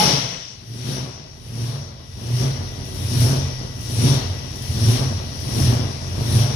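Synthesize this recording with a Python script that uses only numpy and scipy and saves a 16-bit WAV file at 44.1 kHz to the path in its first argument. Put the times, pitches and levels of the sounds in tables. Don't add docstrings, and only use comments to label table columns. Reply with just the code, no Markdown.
import sys
import numpy as np
from scipy import signal
from scipy.fft import rfft, irfft
from scipy.io import wavfile
from scipy.ndimage import uniform_filter1d

SR = 44100
rng = np.random.default_rng(int(sys.argv[2]) if len(sys.argv) > 2 else 0)


def wav_out(sig):
    wavfile.write(sys.argv[1], SR, np.round(np.clip(np.atleast_2d(sig).T, -1, 1) * 32767).astype(np.int16))


N = 288855
TIME = np.arange(N) / SR
BINS = np.arange(N // 2 + 1) * SR / N

# time in seconds, level offset in dB.
LULL_LEVEL = [(0, -14), (.6, -13), (1.3, -16.5), (2.05, -9), (2.4, 3), (3.2, 0.5), (6.55, 5)]


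def undb(db):
    return 10 ** (np.asarray(db) / 20)


def unit(x):
    return x / np.sqrt(np.mean(x ** 2))


def curves(table):
    s, *columns = np.transpose(table)
    return [np.interp(TIME, s, column) for column in columns]


def over_hz(points):
    hz, value = np.transpose(points)
    return np.interp(np.log(BINS + 1), np.log(hz), value)


def noise():
    return rng.standard_normal(N)


def walk(rate):
    hold = int(SR / rate)
    steps = np.repeat(rng.standard_normal(N // hold + 1), hold)
    smooth = uniform_filter1d(uniform_filter1d(steps, hold), hold)
    return unit(smooth[:N])


def power_sum(db):
    return 10 * np.log10(np.sum(10 ** (db / 10), axis=0))


def resonance_db(hz, width_hz, peak_db):
    return peak_db / (1 + (2 * (BINS - hz) / width_hz) ** 2)


def cell(source, gain):
    # frequency in Hz, correlation.
    alikeness = [(30, 0.92), (60, 0.8), (200, 0.88), (350, 1), (520, 0.48), (800, 0.18), (1500, 0.25),
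                 (2500, 0.078), (15000, 0.12)]
    left_lead_s = 20 / SR
    shared, left, right = (rfft(source()) for _ in range(3))
    alike = np.clip(over_hz(alikeness), 0, 1)
    late = np.exp(-2j * np.pi * BINS * left_lead_s)
    common = np.sqrt(alike) * shared * np.array([np.ones_like(late), late])
    apart = np.sqrt(1 - alike) * np.array([left, right])
    return unit(irfft((common + apart) * gain, N))


def surging(column, climb_db, fade_db_per_s, lull_db, shut_db, hold_s, shut_fade_db_per_s, lag_s=0.0):
    # build-up start in seconds, peak in seconds, then peak level in dB of
    surges = np.array([(0.624, 0.923, -28.5, -36, -39.5, -30, -37),
                       (1.317, 1.668, -32.5, -38.5, -39, -34, -39.5),
                       (2.102, 2.416, -27, -35, -37, -29.5, -35.5),
                       (2.846, 3.253, -22.5, -31, -32, -24.5, -28),
                       (3.774, 4.075, -23.5, -30.5, -31, -24, -28),
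                       (4.52, 4.92, -23.5, -31, -33, -24.5, -28.5),
                       (5.324, 5.66, -23.5, -31, -30, -25, -29), (6.057, 6.38, -24, -30, -32, -25.5, -30.5)])
    round_s = 0.083
    start, peak, peak_db = surges[:, :1], surges[:, 1:2], surges[:, column, None]
    since = TIME - peak - lag_s
    climb = climb_db * since / (peak - start)
    surge_levels = peak_db + np.where(since < 0, climb, -fade_db_per_s * since)
    pull_level = shut_db - shut_fade_db_per_s * np.maximum(TIME - hold_s, 0)
    lull_level = lull_db + curves(LULL_LEVEL)[0]
    total_db = power_sum(np.vstack([surge_levels, pull_level, lull_level]))
    return undb(uniform_filter1d(total_db, int(round_s * SR)))


def firings(rate_hz, timing=.05, scatter_db=2.5):
    # relative level in dB of each cylinder, in firing order.
    cylinder_db = [-2.5, -1, 1, -12.5, -0.5, -2, 0.5, -5.5]
    turns = np.cumsum(rate_hz * (1 + timing * walk(60))) / SR
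    at = np.flatnonzero(np.diff(np.floor(turns)))
    scatter = scatter_db * rng.standard_normal(len(at))
    pulses = np.zeros(N)
    pulses[at] = undb(np.resize(cylinder_db, len(at)) + scatter)
    return pulses, turns % 1


def exhaust(pulses, colour, pulse_db, steady):
    # frequency in Hz, width in Hz, boost in dB.
    resonant_peaks = [(177, 35, 5), (240, 54, 3), (379, 14.6, 7.5), (461, 36, 2.5), (690, 120, 0.5)]
    blast_s = 0.0085
    peaks_db = sum(resonance_db(*row) for row in resonant_peaks)
    keep = np.exp(-1 / (blast_s * SR))
    blast = unit(steady + unit(signal.lfilter([1], [1, -keep], pulses)))
    beat = undb(pulse_db) * unit(pulses - pulses.mean())
    return cell(lambda: beat + blast * noise(), undb(over_hz(colour) + peaks_db))


def growl(pulses, lumps):
    # frequency in Hz, relative density in dB per Hz.
    colour = [(88, -32), (150, -1), (168, -13), (243, -9.5), (307, -13), (371, -16), (500, -26.5),
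              (650, -39), (1100, -120)]
    level = surging(2, climb_db=18.5, fade_db_per_s=66.5, lull_db=-40,
                    shut_db=-27, hold_s=0.15, shut_fade_db_per_s=106)
    return exhaust(pulses, colour, pulse_db=-4, steady=2.0) * level * lumps


def rasp(pulses, lumps):
    # frequency in Hz, relative density in dB per Hz.
    colour = [(250, -33.5), (420, -2.5), (665, 1), (715, -3), (1120, -5.5), (1240, -8.5), (1960, -16.5),
              (2400, -19), (3120, -48), (5280, -120)]
    level = surging(3, climb_db=19.5, fade_db_per_s=48.5, lull_db=-45,
                    shut_db=-24, hold_s=0.091, shut_fade_db_per_s=69, lag_s=0.05)
    return exhaust(pulses, colour, pulse_db=-13, steady=4.3) * level * np.sqrt(lumps)


def booms(rows, lull_db):
    s, db, swell, fade = np.array(rows).T[:, :, None]
    shape = db - 20 * np.where(TIME < s, (s - TIME) / swell, (TIME - s) / fade)
    return power_sum(np.vstack([shape, lull_db + curves(LULL_LEVEL)[0]]))


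def waves(rate_hz):
    wave_hz = [90.9, 116.2, 135.4]
    # peak in seconds, peak level in dB, swell in seconds, fade in seconds.
    wave_booms = [
        [(1.15, -43, .08, .2), (1.5, -36, 0.05, .1), (1.83, -36, .25, .15), (2.17, -37, 0.13, .3),
         (2.61, -23, 0.041, 0.11), (3.05, -29, 0.29, .4), (3.24, -24, .3, .2), (3.47, -24, .2, 0.051),
         (4.07, -21.5, 0.22, 0.059), (4.32, -22.5, .12, .06), (4.71, -22.5, 0.046, 0.029),
         (4.86, -24, 0.22, .06), (5.08, -24, .12, 0.29), (5.62, -19, 0.045, 0.16), (5.84, -22.5, 0.087, 0.094),
         (6.15, -30, 0.15, 0.29), (6.33, -16.5, .08, 0.078)],
        [(0., -33, .1, .4), (.25, -34, .3, 0.088), (.71, -32.5, 0.065, 0.6), (.88, -33, 0.37, .35),
         (1.62, -22.5, 0.16, 0.24), (2.37, -15, 0.14, 0.11), (2.53, -28, 0.22, .07), (3.05, -27.5, .05, .4),
         (3.24, -11, 0.17, 0.061), (3.54, -35, .15, .15), (4.07, -17.5, 0.27, .2), (4.71, -33, 0.056, 0.041),
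         (4.9, -10, 0.17, 0.11), (5.57, -21.5, .12, .15), (5.69, -11.5, 0.096, 0.14), (5.84, -23, 0.28, 0.054),
         (6.26, -21, .12, .2), (6.38, -10, 0.059, .11)],
        [(.13, -24, 0.094, 0.18), (.89, -28, .15, 0.28), (1.04, -31, .2, 0.12), (1.5, -38, .06, .07),
         (1.65, -30.5, .1, 0.39), (1.8, -33, .3, .06), (2.47, -17, .13, 0.12), (3.18, -20, 0.078, 0.55),
         (3.3, -16.5, 0.18, 0.18), (4.12, -16, 0.22, .15), (4.72, -32.5, .3, .1), (4.87, -26, 0.13, .15),
         (5.04, -22, .1, .2), (5.62, -17, 0.047, 0.14), (5.78, -24, 0.083, .1), (6.38, -17, 0.098, .35)],
    ]
    murmur_db = [-41, -43, -40.5]
    drift, rate_pull = 0.01974, .08
    cycle_db = 2
    throb_db = cycle_db * np.cos(2 * np.pi * np.cumsum(rate_hz) / SR / 8)
    out = 0
    for hz, rows, lull_db in zip(wave_hz, wave_booms, murmur_db):
        pitch = hz * (1 + drift * walk(12)) + rate_pull * (rate_hz - hz)
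        phase = 2 * np.pi * (np.cumsum(pitch) / SR + rng.random())
        level_db = booms(rows, lull_db) + 1.63 * walk(30) + throb_db
        out = out + np.sqrt(2) * undb(level_db) * np.sin([phase, phase - .2])
    return out


def pull():
    # time in seconds, pitch in Hz, level in dB.
    low_note = [(0, 194, -36), (.08, 168, -26), (.13, 160, -33), (.2, 165, -37), (.34, 174.5, -38),
                (.42, 167.5, -53), (.6, 149.8, -86)]
    # multiple of the firing rate, starting level in dB, 60 dB decay in seconds.
    ringing = [(1, -26, 0.51), (1.5, -41, .6), (1.955, -27, 0.58), (2, -22, 0.59), (5, -34, 1), (6, -32, 1),
               (7, -31, 1.0), (8, -33, 1.0), (10, -31, .9)]
    firing_hz, drift = 426.5, 0.0095
    note_hz, note_db = curves(low_note)
    out = undb(note_db) * np.sin(2 * np.pi * np.cumsum(note_hz) / SR)
    for multiple, db, t60 in ringing:
        pitch = multiple * firing_hz * (1 + drift * walk(38.9) / np.sqrt(multiple))
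        turns = np.cumsum(pitch) / SR
        waver_db = 4.3 * np.array([walk(42), walk(39.0)])
        tone = np.sin(2 * np.pi * np.array([turns, turns - .15]))
        out = out + undb(db - 60 * TIME / t60 + waver_db) * tone
    return out


def hiss(colour, phase, chop, flicker_db):
    flow = (1 + chop * np.cos(2 * np.pi * phase)) * undb(flicker_db * walk(15))
    return cell(lambda: flow * noise(), undb(over_hz(colour)))


def patchy(x, lo_hz, count, flicker_db):
    band_octaves = 1 / 4
    spectrum = rfft(x)
    place = np.clip(np.log2((BINS + 1) / lo_hz) / band_octaves, 0, count - 1)
    out = 0
    for k in range(count):
        band = irfft(spectrum * np.clip(1 - np.abs(place - k), 0, 1), N)
        out = out + band * undb(flicker_db * walk(20))
    return unit(out)


def blower(phase):
    # frequency in Hz, relative density in dB per Hz.
    colour = [(1000, -18), (1700, -15), (1950, -14), (2280, -13), (3040, -8.5), (4270, -8.5), (5090, -6.5),
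              (5660, 1), (7180, -27.5), (7600, -25), (9880, -38), (16700, -120)]
    air = patchy(hiss(colour, phase, chop=0.043, flicker_db=0.11), 1494, count=10, flicker_db=1.5)
    return air * surging(5, climb_db=20, fade_db_per_s=43, lull_db=-43,
                         shut_db=-17, hold_s=0.11, shut_fade_db_per_s=55)


def sizzle(phase):
    # frequency in Hz, relative density in dB per Hz.
    colour = [(4120, -19.5), (7000, -7), (7290, -14), (7850, -7.5), (8620, -12), (9530, 0.5), (9960, 2),
              (13300, -15), (15100, -12), (15600, -24)]
    air = patchy(hiss(colour, phase, chop=0.049, flicker_db=0.28), 7550, count=5, flicker_db=1.5)
    return air * surging(6, climb_db=23, fade_db_per_s=98, lull_db=-53.5,
                         shut_db=-26.5, hold_s=.04, shut_fade_db_per_s=92, lag_s=-.008)


def gulps(phase):
    # start in seconds, peak level in dB.
    gulp_rows = np.array([(2.1585, -53), (2.8504, -43), (2.9427, -40), (3.2037, -28), (3.8072, -38),
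                          (3.9015, -35.5), (4.5529, -41.5), (4.6205, -39), (5.3323, -48), (5.3986, -43),
                          (6.2, -45)])
    # frequency in Hz, relative density in dB per Hz.
    colour = [(2500, -40), (5000, 1), (7300, -11), (8600, -11), (9900, 0), (11500, -7), (13300, -11),
              (15600, -18)]
    t60_s = 0.45
    since = TIME - gulp_rows[:, :1]
    decay = (since > 0) * undb(-60 * np.abs(since) / t60_s)
    envelope = np.sum(undb(gulp_rows[:, 1:2]) * decay, axis=0)
    return hiss(colour, phase, chop=.12, flicker_db=1.8) * envelope


def rumble():
    # frequency in Hz, relative density in dB per Hz.
    colour = [(20, -34), (27, -23), (34, -17), (42, -2), (52, -6), (70, -3.5), (85, 1.5), (110, -43),
              (190, -91)]
    level = surging(4, climb_db=11, fade_db_per_s=30, lull_db=-40,
                    shut_db=-37, hold_s=.09, shut_fade_db_per_s=47)
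    return cell(noise, undb(over_hz(colour))) * level


def whistle():
    # time in seconds, level in dB.
    whistle_level = [(0, -68), (1.2, -61), (2.2, -58.5), (2.8, -50.5), (4.6, -50.5), (6.55, -51.5)]
    pitch = 1954 * (1 + 0.00246 * walk(60))
    phase = 2 * np.pi * np.cumsum(pitch) / SR
    return undb(curves(whistle_level)[0] + 2.3 * walk(53)) * np.sin([phase, phase - 1.5])


def scene():
    # time in seconds, firing rate in Hz.
    speed = [(0, 183.2), (.2, 145), (.62, 88.3), (.98, 134.9), (1.38, 85.94), (1.74, 138.6), (2.08, 88.1),
             (2.47, 136), (2.85, 87.28), (3.3, 136.9), (3.75, 85.87), (4.14, 136.1), (4.5, 95.33),
             (5.0, 131.5), (5.3, 88.5), (5.73, 125.2), (6.05, 91.8), (6.45, 126.6), (6.55, 117.2)]
    rate_hz, = curves(speed)
    pulses, phase = firings(rate_hz)
    lumps = undb(2.0 * walk(28))
    engine = growl(pulses, lumps) + rasp(pulses, lumps) + waves(rate_hz) + pull()
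    air = blower(phase) + sizzle(phase) + gulps(phase)
    return engine + air + rumble() + whistle()


def record(dry):
    # frequency in Hz, left minus right in dB.
    balance = [(60, -1.5), (200, 0), (380, 2.5), (900, 1), (1300, 1.5), (1700, 8.5), (4500, 7), (5700, 11),
               (7000, 6), (8500, 10), (10000, 18.5), (11800, 8), (13000, 11)]
    square, cube = 0.12, 0.34
    ratio = undb(over_hz(balance))
    right = np.sqrt(2 / (1 + ratio ** 2))
    port = undb(resonance_db(5890, 117, 1.5))
    heard = irfft(rfft(dry) * np.array([ratio * right * port, right]), N)
    heard = heard + square * heard ** 2 - cube * heard ** 3
    low_cut = signal.butter(N=2, Wn=30, btype="high", fs=SR, output="sos")
    top_cut = signal.ellip(14, .2, 70, 15700, fs=SR, output="sos")
    return signal.sosfilt(top_cut, signal.sosfilt(low_cut, heard))


dry = scene()
out = record(dry)
wav_out(out)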